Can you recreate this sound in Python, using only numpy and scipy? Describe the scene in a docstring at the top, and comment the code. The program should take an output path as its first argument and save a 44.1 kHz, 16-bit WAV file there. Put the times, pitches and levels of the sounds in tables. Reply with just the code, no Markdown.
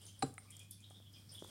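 """A knock on a hollow object

One close impact excites the modes of a hard object: a bright clink, then a hollow body whose low
notes arrive last. Handling leaves a small clack, a few soft bumps and thin ticks. Behind it the
room hums, rumbles and hisses, and faint high chirps echo in it. Ringing is a sum of damped
sinusoids, scuffs and ticks are damped noise, and reverberation is a convolution."""
import sys
import numpy as np
from scipy import signal
from scipy.fft import rfft, irfft, next_fast_len
from scipy.io import wavfile
from scipy.ndimage import map_coordinates

SR = 44100
rng = np.random.default_rng(int(sys.argv[2]) if len(sys.argv) > 2 else 0)


def output_pcm(signal):
    """Save a mono or channel-first signal as 16-bit PCM at the path in sys.argv[1].

    Samples are clipped to [-1, 1] before scaling.
    """
    pcm = np.clip(np.atleast_2d(signal).T, -1, 1) * 32767
    wavfile.write(sys.argv[1], SR, np.round(pcm).astype(np.int16))


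N = 66150

# Levels in the tables are relative: the functions apply further gains.
# Modes of the hollow body and of the bright clink: pitch_hz, level_db, t60_s, arrival_s, swell_s
BODY_MODES = [(134, -33.5, 0.082, 0.0114, 0.0082), (262.5, -29, 0.081, .008, 0.0052),
              (336, -27.5, 0.048, .007, 0.015), (455.4, -36, 0.08, .0075, 0.0013),
              (588, -40.5, 0.087, 0.0017, 0.0013), (781, -23.5, 0.05, 0.0006, 0.0052),
              (1208, -31, 0.023, 0.0034, 0.0007), (1276, -30, 0.0037, 0.001, 0.00067),
              (1590, -33.5, 0.013, 0.00054, 0.0024), (2600, -30.5, 0.0038, 0.0054, 0.00054)]
CLINK_MODES = [(4034, -38, .08, .0002, .003), (7650, -37, .045, .002, .003),
               (9138, -41, .052, .0015, .0015), (9450, -42, .016, 0, .0005)]
# Spectra of the contact crack and of the thud after it: frequency_hz, level_db
CRACK_SPECTRUM = [(500, 5.5), (1500, -2), (2500, -0.5), (3200, -13.5), (4400, 3.5), (6500, -9), (9400, -10),
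                  (10800, -16), (13000, -19), (16000, -29)]
THUD_SPECTRUM = [(30, -40), (60, -40), (130, -3), (185, -4), (280, -14), (450, 0), (650, -24.5),
                 (1000, -23), (1300, -17), (2000, -33), (5000, -30), (9000, -120)]
# Soft contact as the object settles after the knock: delay_s, gain_db
SETTLING = [(.071, -29)]
# Colour of the knock's reverberation: frequency_hz, gain_db
KNOCK_ECHO_GAIN = [(120, -1.5), (300, -20), (780, -25), (1300, -20), (4000, -19), (9000, -11.5)]
# Small hard clack: start_s, level_db
CLACKS = [(0.3801, -38.5)]
# Modes of the clack: pitch_hz, level_db, t60_s
CLACK_MODES = [(790, -9.5, 0.015), (1300, -3, 0.015), (2120, 3.5, 0.01), (2380, -32, 0.0049),
               (3930, -17, 0.015), (7200, -14.5, 0.015), (9180, -6.5, 0.014)]
# Soft bumps of the fingers: start_s, push_db, scuff_db, centre_hz, t60_s
FINGER_BUMPS = [(.9083, -51, -57.5, 830, 0.036), (1.002, -56.5, -69, 650, 0.024),
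                (1.4238, -39.5, -49.5, 497, 0.02), (1.447, -45, -49.5, 694, 0.011)]
# Thin ticks: start_s, level_db, centre_hz, width_octaves, t60_s, echo_db
TICKS = [(0.0153, -49.5, 9160, 0.35, .015, 3.5), (0.0532, -42.5, 9220, 0.088, 0.016, -1),
         (0.065, -46, 6500, 0.96, 0.017, 2.5), (0.1915, -47, 9380, 0.12, 0.03, -8),
         (0.2613, -49, 9040, 0.45, 0.018, 1.5), (0.27, -61.5, 7750, 0.36, 0.024, -8),
         (0.3395, -42, 8600, 0.34, 0.011, -10), (0.3851, -48, 8960, 0.1, 0.037, -8.5),
         (0.5043, -46, 9050, 0.37, 0.033, -3.5), (0.5668, -38.5, 8900, 0.6, 0.0093, -16),
         (0.5924, -47, 8300, 0.56, 0.029, -4), (0.63, -56.5, 9300, 0.24, 0.015, -3),
         (0.7085, -41.5, 10200, 0.33, 0.034, -4.5), (0.712, -61, 5060, 0.34, 0.078, 2),
         (0.8045, -47, 8100, 0.62, 0.0084, -1), (0.9007, -47.5, 8100, 0.52, 0.01, -1.5),
         (1.1287, -53, 8900, 0.52, 0.015, -11), (1.136, -59.5, 5240, 0.13, 0.048, 1),
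         (1.292, -50.5, 5100, 0.12, 0.038, 1), (1.3191, -47.5, 9000, 0.07, 0.021, 1),
         (1.3385, -47, 10700, 0.37, 0.015, 1.5), (1.391, -55, 7000, 1, 0.038, 4),
         (1.44, -55, 7850, 1, 0.065, -5), (1.473, -51.5, 9200, 0.66, 0.02, 0)]
# Far chirps: start_s, level_db, pitch_hz, length_s
CHIRPS = [(.002, -61.5, 3130, .04), (0.081, -58, 3080, 0.023), (0.138, -65, 3170, 0.031),
          (0.447, -65, 1147, 0.021), (0.47, -69, 2350, 0.047), (0.501, -70, 2155, 0.012),
          (0.51, -60, 3260, 0.053), (0.588, -60, 3284, 0.032), (0.596, -63.5, 2500, 0.032),
          (0.704, -64, 3483, 0.041), (0.735, -67.5, 3440, 0.017), (0.776, -73, 2440, 0.042),
          (0.823, -61.5, 3245, 0.032), (0.841, -55, 3700, 0.0079), (0.886, -67, 3380, 0.028),
          (0.912, -63.5, 3310, 0.017), (0.942, -59.5, 3495, .035), (1.021, -62.5, 3216, 0.01),
          (1.056, -62, 3270, 0.027), (1.132, -61, 3250, 0.049), (1.15, -73.5, 2470, .05),
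          (1.321, -62, 3235, .02), (1.348, -51, 3390, 0.013), (1.371, -54, 3315, 0.026),
          (1.437, -55.5, 3500, 0.012), (1.482, -60.5, 3230, 0.055)]
# Harmonics of the mains hum: pitch_hz, level_db
HUM_HARMONICS = [(100, -61), (200, -80.5)]
# Spectra of the rumble, the hiss and the hiss between the channels: frequency_hz, level_db
RUMBLE_SPECTRUM = [(25, -29), (50, -6), (85, 0.5), (135, 0.5), (220, -4), (320, -9.5), (500, -31.5),
                   (1000, -27.5)]
HISS_SPECTRUM = [(200, 3.5), (500, 6.5), (1000, 0), (2000, -2.5), (2700, -5), (3400, 4), (4300, 0),
                 (5200, 6.5), (6400, -6.5), (9200, 3.5), (11500, -14.5), (16000, -14)]
SIDE_SPECTRUM = [(100, -1), (1000, 0.5), (5000, -9.5), (12000, 4.5), (16000, 3.5)]
# Slow envelopes of the rumble and the hiss: time_s, level_db
RUMBLE_ENVELOPE = [(0, -66), (.5, -66), (.85, -67), (1.0, -66), (1.1, -65), (1.3, -64), (1.5, -64.5)]
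HISS_ENVELOPE = [(0, -68.5), (.09, -69), (.17, -71), (.29, -67.5), (.36, -80), (.46, -67), (.54, -69.5),
                 (.68, -68.5), (.85, -73), (1.07, -73.5), (1.16, -73), (1.26, -74.5), (1.36, -68),
                 (1.5, -64.5)]
# Reverberation time of the room: frequency_hz, t60_s
ROOM_T60 = [(120, 0.15), (500, 0.64), (1500, 0.39), (3500, .36), (9000, 0.33), (15000, 0.08)]

KNOCK_S, KNOCK_DB = 0.2231, 1.5
SETTLE_TOP_HZ, PUSH_TOP_HZ, TICK_TOP_HZ = 1000, 1760, 12100
CLACK_SWELL_S, ROOM_BUILD_S = 0.00078, 0.0027
CHIRP_WANDER, HISS_SWAY_DB = 0.04, 3.73
LOW_CUT_HZ, TOP_HZ = 28, 16100


def knock():
    """Impact excitation: contact cracks and sets the modes ringing; settling excites the body again."""
    t = since(KNOCK_S)
    crack = amp(-38) * noise(CRACK_SPECTRUM) * envelope(t, t60_s=0.038, attack_s=0.00025)
    clink = amp(-0.5) * ring(KNOCK_S, CLINK_MODES)
    blow = crack + clink + ring(KNOCK_S, BODY_MODES)
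    for delay_s, gain_db in SETTLING:
        touch = ring(KNOCK_S + delay_s, BODY_MODES)
        blow += amp(gain_db) * filtered(touch, lambda hz: 1 / (1 + (hz / SETTLE_TOP_HZ) ** 2))
    direct = blow + thud()
    echo = filtered(room(blow), lambda hz: amp(along(KNOCK_ECHO_GAIN, hz)))
    return amp(KNOCK_DB) * (direct + echo)


def ring(contact_s, modes):
    """Modal superposition: each mode arrives, swells and dies away as a damped sinusoid."""
    out = np.zeros(N)
    for pitch_hz, level_db, t60_s, arrival_s, swell_s in modes:
        t = since(contact_s + arrival_s)
        swell = np.sin(np.pi / 2 * np.minimum(t / swell_s, 1)) ** 2
        out += amp(level_db) * swell * decay(t, t60_s) * np.sin(2 * np.pi * pitch_hz * t)
    return out


def thud():
    """Exponential decay of a dense spectrum: a low rumble that follows just after the knock."""
    t = since(KNOCK_S + 0.0096)
    return amp(-40) * noise(THUD_SPECTRUM) * envelope(t, t60_s=0.16, attack_s=0.01)


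def handling():
    """Hard and soft contact: the clack rings in modes, while fingers give dull pulses and a scuff."""
    modes = [(hz, db, t60_s, 0, CLACK_SWELL_S) for hz, db, t60_s in CLACK_MODES]
    clack = sum(amp(level_db) * ring(start_s, modes) for start_s, level_db in CLACKS)
    bumps = np.zeros(N)
    for start_s, push_db, scuff_db, centre_hz, t60_s in FINGER_BUMPS:
        slow_push = push(start_s, centre_hz=230)
        bumps += amp(push_db) * (push(start_s, centre_hz) + slow_push)
        scuff = band(centre_hz, octaves=0.52) * envelope(since(start_s), t60_s, attack_s=0.00045)
        bumps += amp(scuff_db) * scuff
    echo = room(amp(-18) * clack + amp(-13.5) * bumps)
    return clack + bumps + echo


def push(peak_s, centre_hz):
    """An aperiodic pulse: one pressure swing with no ring, briefer as its frequency rises."""
    phase = np.abs(2 * np.pi * centre_hz * (since(0) - peak_s))
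    pulse = (1 - phase) * np.exp(-phase)
    return filtered(pulse, lambda hz: 1 / (1 + (hz / PUSH_TOP_HZ) ** 4))


def ticks():
    """Damped resonance: bright bursts of noise, some nearly dry and some trailing off in the room."""
    out = np.zeros(N)
    for start_s, level_db, centre_hz, octaves, t60_s, echo_db in TICKS:
        shape = envelope(since(start_s), t60_s, attack_s=0.0011)
        tick = amp(level_db) * band(centre_hz, octaves) * shape
        out += tick + amp(echo_db) * room(tick)
    return filtered(out, lambda hz: 1 / np.sqrt(1 + (hz / TICK_TOP_HZ) ** 8))


def chirps():
    """Random frequency modulation: short, unsteady, raspy whistles, smeared by the room."""
    out = np.zeros(N)
    for start_s, level_db, pitch_hz, length_s in CHIRPS:
        wandering_hz = pitch_hz * (1 + CHIRP_WANDER * wobble(knots_per_s=600))
        whistle = np.sin(2 * np.pi * np.cumsum(wandering_hz) / SR)
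        rasp = amp(-6) * band(pitch_hz, octaves=0.13)
        progress = np.minimum(since(start_s) / length_s, 1)
        swell = np.sqrt(np.abs(np.sin(np.pi * progress)))
        out += amp(level_db) * swell * (whistle + rasp)
    return amp(-1.5) * out + amp(-4.5) * room(out)


def room(x):
    """Diffuse reverberation: convolution with a unit-energy noise tail, each band at its own decay."""
    hz, t, spectra = signal.stft(rng.standard_normal(SR // 2), SR, nperseg=256)
    shape = envelope(t, along(ROOM_T60, hz)[:, None], ROOM_BUILD_S)
    tail = signal.istft(spectra * shape, SR, nperseg=256)[1]
    return signal.fftconvolve(x, tail / np.linalg.norm(tail))[:N]


def background():
    """Line and continuous spectra: mains hum over low room rumble and a hiss that swells and sinks."""
    t = since(0)
    hum = sum(amp(db) * unit(np.sin(2 * np.pi * (hz * t + rng.random()))) for hz, db in HUM_HARMONICS)
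    hiss_db = curve(HISS_ENVELOPE) + HISS_SWAY_DB * wobble(knots_per_s=18.7)
    hiss = amp(hiss_db) * noise(HISS_SPECTRUM)
    rumble = amp(curve(RUMBLE_ENVELOPE)) * noise(RUMBLE_SPECTRUM)
    return hum + rumble + hiss


def noise(spectrum):
    """Spectral shaping: white noise coloured by (frequency_hz, level_db) points, at rms 1."""
    return unit(filtered(rng.standard_normal(N), lambda hz: amp(along(spectrum, hz))))


def band(centre_hz, octaves):
    """Band-pass filtering: noise of rms 1 around one resonance."""
    bell = lambda hz: (1 + (np.log2((hz + 1) / centre_hz) / octaves) ** 2 / 2) ** -2
    return unit(filtered(rng.standard_normal(N), bell))


def filtered(x, response):
    """Linear filtering: the spectrum of x times a frequency response."""
    size = next_fast_len(N + SR // 2)
    hz = np.fft.rfftfreq(size, 1 / SR)
    return irfft(rfft(x, size) * response(hz), size)[..., :N]


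def envelope(t, t60_s, attack_s):
    """A transient: exponential build-up times exponential decay."""
    return decay(t, t60_s) * (1 - np.exp(-t / attack_s))


def decay(t, t60_s):
    """Exponential damping: a fall of 60 dB every t60_s."""
    return amp(-60 * t / t60_s)


def wobble(knots_per_s):
    """Spline interpolation: a smooth curve through random knots."""
    return map_coordinates(rng.standard_normal(N // 16), [np.arange(N) * knots_per_s / SR], mode="wrap")


def curve(points):
    """Linear interpolation of (time_s, value) points at every sample."""
    return np.interp(since(0), *np.transpose(points))


def along(points, hz):
    """Interpolation of (frequency_hz, value) points on a logarithmic frequency axis."""
    knots_hz, values = np.transpose(points)
    return np.interp(np.log(hz + 1), np.log(knots_hz + 1), values)


def since(start_s):
    """Elapsed seconds, zero before the start."""
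    return np.maximum(np.arange(N) / SR - start_s, 0)


def amp(db):
    """Decibels as an amplitude ratio."""
    return 10 ** (np.asarray(db) / 20)


def unit(x):
    """Normalisation to rms 1."""
    return x / np.sqrt(np.mean(x ** 2) + 1e-20)


def scene():
    """Mid-side stereo: the sources add in the centre, with a trace of hiss in opposite phase."""
    mid = knock() + handling() + ticks() + chirps() + background()
    side = amp(-88) * noise(SIDE_SPECTRUM)
    return np.array([mid + side, mid - side])


def record(dry):
    """Band limiting: a second-order high-pass thins the deepest bass; nothing passes above TOP_HZ."""
    return filtered(dry, lambda hz: (1j * hz / (LOW_CUT_HZ + 1j * hz)) ** 2 * (hz < TOP_HZ))


dry = scene()
out = record(dry)
output_pcm(out)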